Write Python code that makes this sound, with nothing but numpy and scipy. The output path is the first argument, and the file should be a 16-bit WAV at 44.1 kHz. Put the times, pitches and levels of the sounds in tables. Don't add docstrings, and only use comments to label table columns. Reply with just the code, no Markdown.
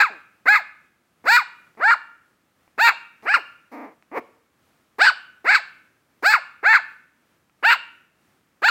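import sys
import numpy as np
from scipy import signal
from scipy.fft import rfft, irfft
from scipy.io import wavfile
from scipy.ndimage import uniform_filter1d, minimum_filter1d

SR = 44100
rng = np.random.default_rng(int(sys.argv[2]) if len(sys.argv) > 2 else 0)


def dump(signal):
    limited = np.clip(np.atleast_2d(signal).T, -1, 1)
    pcm = np.round(limited * 32767).astype(np.int16)
    wavfile.write(sys.argv[1], SR, pcm)


N = 383669
TOP_HZ = 15850

# (start t/s, top f/Hz, rise t/s, base level at the break/dB, swell/dB per s, throat resonance lift/dB,
#  brightness/dB)
CHEST_VOICES = [(-.08, 875.5, 0.071, -9.5, 7.5, 4, -16.5), (.454, 847.6, 0.076, -12.5, 2.5, 5, -21.5),
                (1.251, 968.5, .121, -11.5, 26, 2, -12), (1.792, 944.3, .153, -11, 67.5, 2, -25),
                (2.776, 937, 0.083, -10, 54.5, -1, -14.5), (3.25, 906.5, .122, -18.5, -10, 1.5, -22),
                (4.982, 948.4, .112, -14, -7, 6, -10.5), (5.442, 913, 0.15, -14, -4, 3.5, -16.5),
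                (6.223, 874, .104, -16, -23.5, 4, -12), (6.627, 896, 0.1, -10, 46, 3.5, -23),
                (7.624, 929.6, .082, -10.5, 57, 3, -18), (8.617, 931.6, 0.089, -14.5, 15, 3, -13)]
# (period doubles t/s, half-tone level/dB, turns rough t/s, roughness 0-1, register breaks t/s)
FOLD_STRAIN = [ (0.0, -20, 0.0, .7, .022), (.522, -6, .542, .55, .553), (1.317, -3, 1.363, .7, 1.369),
               (1.878, -4, 1.908, .8, 1.912), (2.845, -6, 2.872, .8, 2.896), (3.318, -18, 3.316, .4, 3.339),
               (5.042, -15, 5.042, .6, 5.067), (5.505, -10, 5.505, .6, 5.547),
               (6.30, -7, 6.318, .65, 6.337), (6.685, -10, 6.73, .6, 6.749), (7.686, -5, 7.704, .7, 7.721),
               (8.68, -20, 8.68, .6, 8.686)]
# (first f/Hz, hold t/s, fall time constant t/s, level/dB, brightness/dB)
FALSETTO_VOICES = [(1547, 0.01, .082, -12, -23.5), (1330, 0.0055, 0.071, -6.5, -19),
                   (1468, 0.01, 0.075, -10, -19.5), (1425, .024, 0.025, -9, -24.5),
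                   (1410, .001, .048, -10, -24), (1426, 0.012, .05, -7.5, -19.5),
                   (1524, .024, .034, -9.5, -14.5), (1566, 0.0057, .056, -9.5, -11.5),
                   (1534, .002, .058, -5, -21.5), (1560, 0.01, 0.048, -8, -20.5),
                   (1452, 0.011, 0.042, -10, -14), (1542, 0.00185, 0.0524, -9, -11)]
# (lip resonance f/Hz, its lift level/dB, stretch of the throat resonances, crispness above 9 kHz level/dB)
LIP_SHAPES = [(2340, 8.5, 0.98, -2), (2080, 14, 0.98, 2), (2245, 6.5, 1.003, 0.5),
              (2590, -25.5, 1.012, -5.5), (2570, 10.5, 0.97, 2), (2410, 6.5, 1.068, -5.5),
              (3540, 11, 1.049, -10), (2200, 13, 1.01, -8), (2300, 4.5, 1.023, -0.5),
              (2120, 13.5, 0.97, -4.5), (3010, 15.5, 1.007, 2.5), (3030, 13, 0.98, -3)]
# (f/Hz, level/dB)
OPEN_THROAT = [(70, -61.5), (280, -21.5), (600, -11.5), (900, -5), (1150, -3.5), (1550, 4), (1900, -4.5),
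               (2650, -14), (3250, -28), (4500, -19.5), (5900, -43), (7700, -32.5), (9400, -57),
               (12000, -43)]


def yaps(falsetto_db=-6, opening_hz=480, lips_width_hz=420, edge_db=.5, chest_hz=200,
         cavity_hz=3120, cavity_width_hz=700, cavity_db=-9):
    out = np.zeros(N)
    for chest, high, strain, lips in zip(CHEST_VOICES, FALSETTO_VOICES, FOLD_STRAIN, LIP_SHAPES):
        split_s, half_db, rough_s, roughness, break_s = strain
        lips_hz, lips_db, stretch, crisp_db = lips
        t, hz, level_db, bright_db = yap_gesture(chest, high, break_s)
        falsetto = step(t, break_s, .002)
        halves = undb(half_db) * step(t, split_s, .003) * (1 - falsetto)
        hoarse = .6 * (1 - step(hz, 590, 80)) * (1 - falsetto)
        chaos = roughness * step(t, rough_s, .003) * (1 - step(t, break_s + .013, .012))
        rough = .04 + hoarse + chaos + .02 * falsetto
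        slope_db = falsetto_db * falsetto * (2 - step(hz, 840, 150))
        source = folds(hz, halves, rough, flutter_hz=432, slope_db=slope_db)
        throat = [(f * stretch, db + crisp_db * (f > 9000)) for f, db in OPEN_THROAT]
        wide = colour(source, throat)
        wide = resonate(wide, lips_hz, lips_width_hz, undb(lips_db))
        wide = resonate(wide, cavity_hz * stretch, cavity_width_hz * stretch, undb(cavity_db))
        opening = step(hz, opening_hz, 88)
        sound = opening * gape(wide, t - break_s) + (1 - opening) * colour(source, SHUT_THROAT)
        add(out, project(sound, level_db, bright_db + edge_db), t[0])
    return signal.sosfilt(signal.butter(4, chest_hz, "high", fs=SR, output="sos"), out)


ONSET_HZ, RISE_BEND, SAG_HZ_PER_S = 297.2, 3, 1300
FULL_CHEST_HZ, CHEST_DB_PER_OCTAVE = 730, 18.5
FULL_FALSETTO_HZ, FALSETTO_DB_PER_OCTAVE = 1517, 25.5
RESONANT_HZ, RESONANT_WIDTH_HZ = 754, 38
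BREAK_DB, BREAK_S = -1, 0.002
EDGE_DB_PER_OCTAVE, DULLEST_HZ = 13, 500
PUFF_DB, PUFF_S = 10, 0.0033
STOP_HZ, RELEASE_DB_PER_S = 650, 897
LONGEST_YAP_S = .18


def yap_gesture(chest, falsetto, break_s):
    start_s, top_hz, rise_s, chest_db, swell_db_per_s, lift_db, chest_bright_db = chest
    high_hz, hold_s, fall_s, high_db, high_bright_db = falsetto
    t = max(start_s, 0) + np.arange(int(LONGEST_YAP_S * SR)) / SR
    age = t - start_s
    falling = np.maximum(t - break_s - hold_s, 0)

    rising_hz = top_hz - (top_hz - ONSET_HZ) * np.maximum(1 - age / rise_s, 0) ** RISE_BEND
    rising_hz = rising_hz - SAG_HZ_PER_S * np.maximum(age - rise_s, 0)
    rising_db = chest_db + swell_db_per_s * (t - break_s)
    rising_db = rising_db + lift_db * bell(rising_hz, RESONANT_HZ, RESONANT_WIDTH_HZ)
    rising_db = rising_db + CHEST_DB_PER_OCTAVE * np.minimum(np.log2(rising_hz / FULL_CHEST_HZ), 0)
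    edge_db = EDGE_DB_PER_OCTAVE * np.log2(np.maximum(rising_hz, DULLEST_HZ) / top_hz)
    rising_bright_db = chest_bright_db + PUFF_DB * np.exp(-age / PUFF_S) + edge_db

    falling_hz = np.maximum(high_hz * np.exp(-falling / fall_s), ONSET_HZ)
    stopped = np.maximum(falling - fall_s * np.log(high_hz / STOP_HZ), 0)
    falling_db = high_db - RELEASE_DB_PER_S * stopped
    falling_db = falling_db + FALSETTO_DB_PER_OCTAVE * np.minimum(np.log2(falling_hz / FULL_FALSETTO_HZ), 0)

    broken = step(t, break_s, .0012)
    hz = (1 - broken) * rising_hz + broken * falling_hz
    level_db = (1 - broken) * rising_db + broken * falling_db + BREAK_DB * bell(t, break_s, BREAK_S)
    bright_db = (1 - broken) * rising_bright_db + broken * high_bright_db
    return t, hz, level_db, bright_db


def gape(sound, since_break_s, jaw_hz=2250, jaw_width_hz=600, break_db=4, opening_db_per_s=110,
         least_db=-7, most_db=5.0, low_hz=1050, thinning_db=-6, thinning_s=.02):
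    lift_db = np.clip(break_db + opening_db_per_s * since_break_s, least_db, most_db)
    lows = signal.sosfiltfilt(signal.butter(3, low_hz, fs=SR, output="sos"), sound)
    thinning = undb(thinning_db * bell(since_break_s, 0, thinning_s))
    return resonate(sound, jaw_hz, jaw_width_hz, undb(lift_db)) + (thinning - 1) * lows


def folds(hz, halves, rough, flutter_hz, slope_db=0):
    size = len(hz)
    jitter, shimmer, breathiness = .13, .4, .55
    wobbly_hz = hz * (1 + jitter * rough * flutter(size, flutter_hz))
    phase = 2 * np.pi * np.cumsum(wobbly_hz) / SR
    tone = np.zeros(size)
    for k in np.arange(1, 121) / 2:
        gain = undb(slope_db * np.log2(np.clip(k, 1, 4))) * (k * hz < TOP_HZ)
        if k % 1:
            half_tone_db = -20 if k < 1 else -1 if k < 2 else 3
            gain = gain * halves * undb(half_tone_db)
        blur = min(.05 * k, 1.2) * flutter(size, flutter_hz)
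        tone += gain * np.sin(k * phase + blur + rng.uniform(0, 2 * np.pi))
    air = rng.standard_normal(size) * (1 + np.cos(phase)) * np.sqrt(SR / hz / 4)
    return tone * np.exp(shimmer * rough * flutter(size, flutter_hz)) + breathiness * rough * air


def project(sound, level_db, bright_db):
    treble = signal.sosfiltfilt(signal.butter(6, 3300, "high", fs=SR, output="sos"), sound)
    low, high = even_out(sound - treble), even_out(treble)
    edges = signal.windows.tukey(len(sound), min(.009 * SR / len(sound), 1))
    return (low + undb(bright_db) * high) * undb(level_db) * edges


def even_out(band):
    window = np.hanning(500) / np.hanning(500).sum()
    return band / np.sqrt(np.convolve(band ** 2, window, "same") + 1e-12)


# (f/Hz, level/dB)
SHUT_THROAT = [(50, -37.5), (150, -19), (270, 4.5), (500, -2), (800, 0), (1180, -3.5), (1450, -13),
               (2200, -8.5), (3100, -34), (4600, -29), (8500, -41), (15000, -32)]


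def grumble(gesture, halves, rough):
    out = np.zeros(N)
    t, hz, level_db, bright_db = gesture
    source = folds(hz, halves, rough, flutter_hz=170)
    add(out, project(colour(source, SHUT_THROAT), level_db, bright_db), t[0])
    return out


WUFF_START_S, WUFF_CREST_S, WUFF_LOUDEST_S, WUFF_END_S = 4.113, 4.167, 4.18, 4.2
WUFF_HZ, WUFF_RISE_OCTAVES_PER_S, WUFF_FALL_OCTAVES_PER_S = 588, 25, 36
WUFF_DB, WUFF_SWELL_DB_PER_S, WUFF_FADE_DB_PER_S = -22, 297.5, 801.5
WUFF_BRIGHT_DB, WUFF_BRIGHTENING_DB_PER_S = -29.5, 150.5


def wuff_gesture():
    t = np.arange(WUFF_START_S, WUFF_END_S, 1 / SR)
    from_crest, from_loudest = t - WUFF_CREST_S, t - WUFF_LOUDEST_S
    octaves = np.minimum(WUFF_RISE_OCTAVES_PER_S * from_crest, -WUFF_FALL_OCTAVES_PER_S * from_crest)
    swell_db = np.minimum(WUFF_SWELL_DB_PER_S * from_loudest, -WUFF_FADE_DB_PER_S * from_loudest)
    bright_db = WUFF_BRIGHT_DB + WUFF_BRIGHTENING_DB_PER_S * from_loudest
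    return t, WUFF_HZ * 2 ** octaves, WUFF_DB + swell_db, bright_db


def wuff(clear=0.27, raspy=0.49):
    gesture = wuff_gesture()
    rasp = clear + (raspy - clear) * step(gesture[0], WUFF_CREST_S + .004, .004)
    return grumble(gesture, halves=.36, rough=rasp)


HUSKY = .2
GROWL_START_S, GROWL_HOLD_S, GROWL_LENGTH_S = 3.713, .135, .23
GROWL_HZ, GROWL_DB, GROWL_BRIGHT_DB = 271, -37.5, -32.5
GROWL_ATTACK_S, GROWL_SINK_OCTAVES_PER_S, GROWL_FADE_DB_PER_S = 0.0071, 12, 218.5
QUIVER_HZ, QUIVER_SHARE, QUIVER_DB = 28.7, 0.163, 1
GROWL_PUFF_DB, GROWL_PUFF_S = 15.5, 0.037


def growl_gesture():
    age = np.arange(int(GROWL_LENGTH_S * SR)) / SR
    fading = np.maximum(age - GROWL_HOLD_S, 0)
    quiver = np.cos(2 * np.pi * QUIVER_HZ * age)
    hz = GROWL_HZ * (1 + QUIVER_SHARE * quiver) * 2 ** (-GROWL_SINK_OCTAVES_PER_S * fading)
    level_db = GROWL_DB - 20 * np.exp(-age / GROWL_ATTACK_S) - GROWL_FADE_DB_PER_S * fading
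    level_db = level_db + QUIVER_DB * quiver
    bright_db = GROWL_BRIGHT_DB + GROWL_PUFF_DB * np.exp(-age / GROWL_PUFF_S)
    return GROWL_START_S + age, hz, level_db, bright_db


def growl():
    return grumble(growl_gesture(), halves=HUSKY, rough=HUSKY)


# (start t/s, length t/s, first f/Hz, last f/Hz, level/dB, brightness/dB)
GLIDES = [(0.1, .09, 226.6, 136.5, -43, -33), (1.239, 0.021, 224.6, 296, -36, -26.5),
          (1.77, .03, 211, 250, -42.5, -27), (3.226, .033, 203, 258, -42, -18),
          (3.364, 0.062, 660, 248, -32, -21)]


def low_glides():
    return sum(grumble(glide_gesture(*row), halves=0.19, rough=HUSKY) for row in GLIDES)


def glide_gesture(start_s, length_s, first_hz, last_hz, level_db, bright_db):
    hz = np.geomspace(first_hz, last_hz, int(length_s * SR))
    level_db = level_db + CHEST_DB_PER_OCTAVE * np.log2(hz / hz.max())
    return start_s + np.arange(len(hz)) / SR, hz, level_db, bright_db


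# (t/s, level/dB)
PAW_TICKS = [(1.751, -42), (2.678, -42.5), (3.225, -37), (4.025, -39.5), (7.497, -48.5)]
# (f/Hz, relative level/dB)
PAW_TONE = [(150, -7), (600, 2.5), (1500, 0.5), (2400, 4.5), (3400, -21.5), (5300, -15.5), (9000, -35),
            (15000, -31)]


def paws(decay_s=0.001, trim_db=-5.5):
    out = np.zeros(N)
    t = np.arange(2048) / SR
    for s, db in PAW_TICKS:
        noise = unit(colour(rng.standard_normal(len(t)), PAW_TONE))
        add(out, noise * np.exp(-t / decay_s) * undb(db + trim_db), s)
    return out


# (f/Hz, relative level/dB)
RING_TONE = [(150, -8.5), (500, 1.5), (900, -3), (1500, -5), (2000, -11), (2800, 5.5), (4500, 0), (8000, 0),
             (15000, -23.5)]
# (f/Hz, t/s)
RING_TIME = [(200, .65), (700, 0.43), (1500, 0.61), (2800, 0.58), (4500, 0.35), (8000, 0.42), (15000, .2)]


def room(x, early_db=-17, early_s=.012, tail_db=-19.0, modes_db=-32, build_s=0.0025):
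    t = np.arange(SR) / SR
    hz = np.fft.rfftfreq(SR, 1 / SR)
    noise = rfft(rng.standard_normal(SR))
    centres = np.geomspace(100, 16000, 16)
    tail = 0
    for centre, share in zip(centres, np.eye(len(centres))):
        band = irfft(noise * lookup(np.c_[centres, share], hz), SR)
        decay = np.exp(-np.log(1000) * t / lookup(RING_TIME, centre))
        tail = tail + band * undb(lookup(RING_TONE, centre)) * decay
    tail = unit(tail * (1 - np.exp(-t / build_s)))
    early = unit(rng.standard_normal(SR) * np.exp(-t / early_s) * (t > .002))
    response = undb(early_db) * early + undb(tail_db) * tail + undb(modes_db) * lingering(t)
    return signal.fftconvolve(x, response / np.sqrt(SR))[:N]


# (f/Hz, relative level/dB)
LINGERING_TONES = [(1357, -67), (1421, -69), (1491, -65.5), (1744, -62), (2137, -70), (2202, -68),
                   (2358, -76.5), (2606, -69), (2799, -70.5), (2902, -71.5), (2998, -77), (3106, -79.5),
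                   (3316, -77), (3435, -87), (3731, -86), (3876, -84), (4210, -84.5), (4317, -79.5),
                   (4468, -84), (4635, -85)]


def lingering(t, tilt_db=6, t60_s=0.44):
    ring = 0
    for hz, db in LINGERING_TONES:
        gain = undb(db + tilt_db * np.log2(hz / TOP_HZ))
        ring = ring + gain * np.sin(2 * np.pi * (hz * t + rng.random()))
    return unit(ring * np.exp(-np.log(1000) * t / t60_s))


# (f/Hz, relative level/dB)
HUSH_TONE = [(18, -47.5), (30, -18.5), (69, -6), (208, -2.5), (350, -4), (410, -9), (518, -8.5),
             (970, -11.5), (1330, -8), (1470, -11.5), (1680, -11), (3070, -18), (4540, -22), (15500, -27)]
QUIET_DB = -65.5


def background(waver_db=-1.2, rumble_hz=55):
    hush = unit(colour(rng.standard_normal(N), HUSH_TONE))
    hush = hush * undb(QUIET_DB + waver_db * flutter(N, 3.8))
    return signal.sosfilt(signal.butter(2, rumble_hz, "high", fs=SR, output="sos"), hush)


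def undb(db):
    return 10 ** (np.asarray(db) / 20)


def lookup(table, hz):
    points, values = np.transpose(table)
    return np.interp(np.log(np.maximum(hz, 1)), np.log(points), values)


def unit(x):
    return x / np.sqrt(np.mean(x ** 2) + 1e-20)


def colour(x, table):
    return irfft(rfft(x) * undb(lookup(table, np.fft.rfftfreq(len(x), 1 / SR))), len(x))


def resonate(x, hz, width_hz, gain):
    return x + (gain - 1) * signal.lfilter(*signal.iirpeak(hz, hz / width_hz, fs=SR), x)


def flutter(size, hz):
    return unit(signal.sosfilt(signal.butter(4, hz, fs=SR, output="sos"), rng.standard_normal(size)))


def step(t, at, width):
    return .5 + .5 * np.tanh((t - at) / width)


def bell(x, centre, width):
    return np.exp(-((x - centre) / width) ** 2)


def add(track, sound, at):
    start = max(int(at * SR), 0)
    track[start:start + len(sound)] += sound[:max(len(track) - start, 0)]


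def scene():
    puppy = yaps() + wuff() + growl() + low_glides() + paws()
    return (puppy + room(puppy) + background())[None]


def record(dry):
    ceiling = .71
    gain = np.minimum(1, ceiling / (np.abs(dry) + 1e-9))
    gain = uniform_filter1d(minimum_filter1d(gain, size=130), size=130)
    return signal.sosfilt(signal.ellip(10, .1, 80, TOP_HZ, fs=SR, output="sos"), dry * gain)


dry = scene()
out = record(dry)
dump(out)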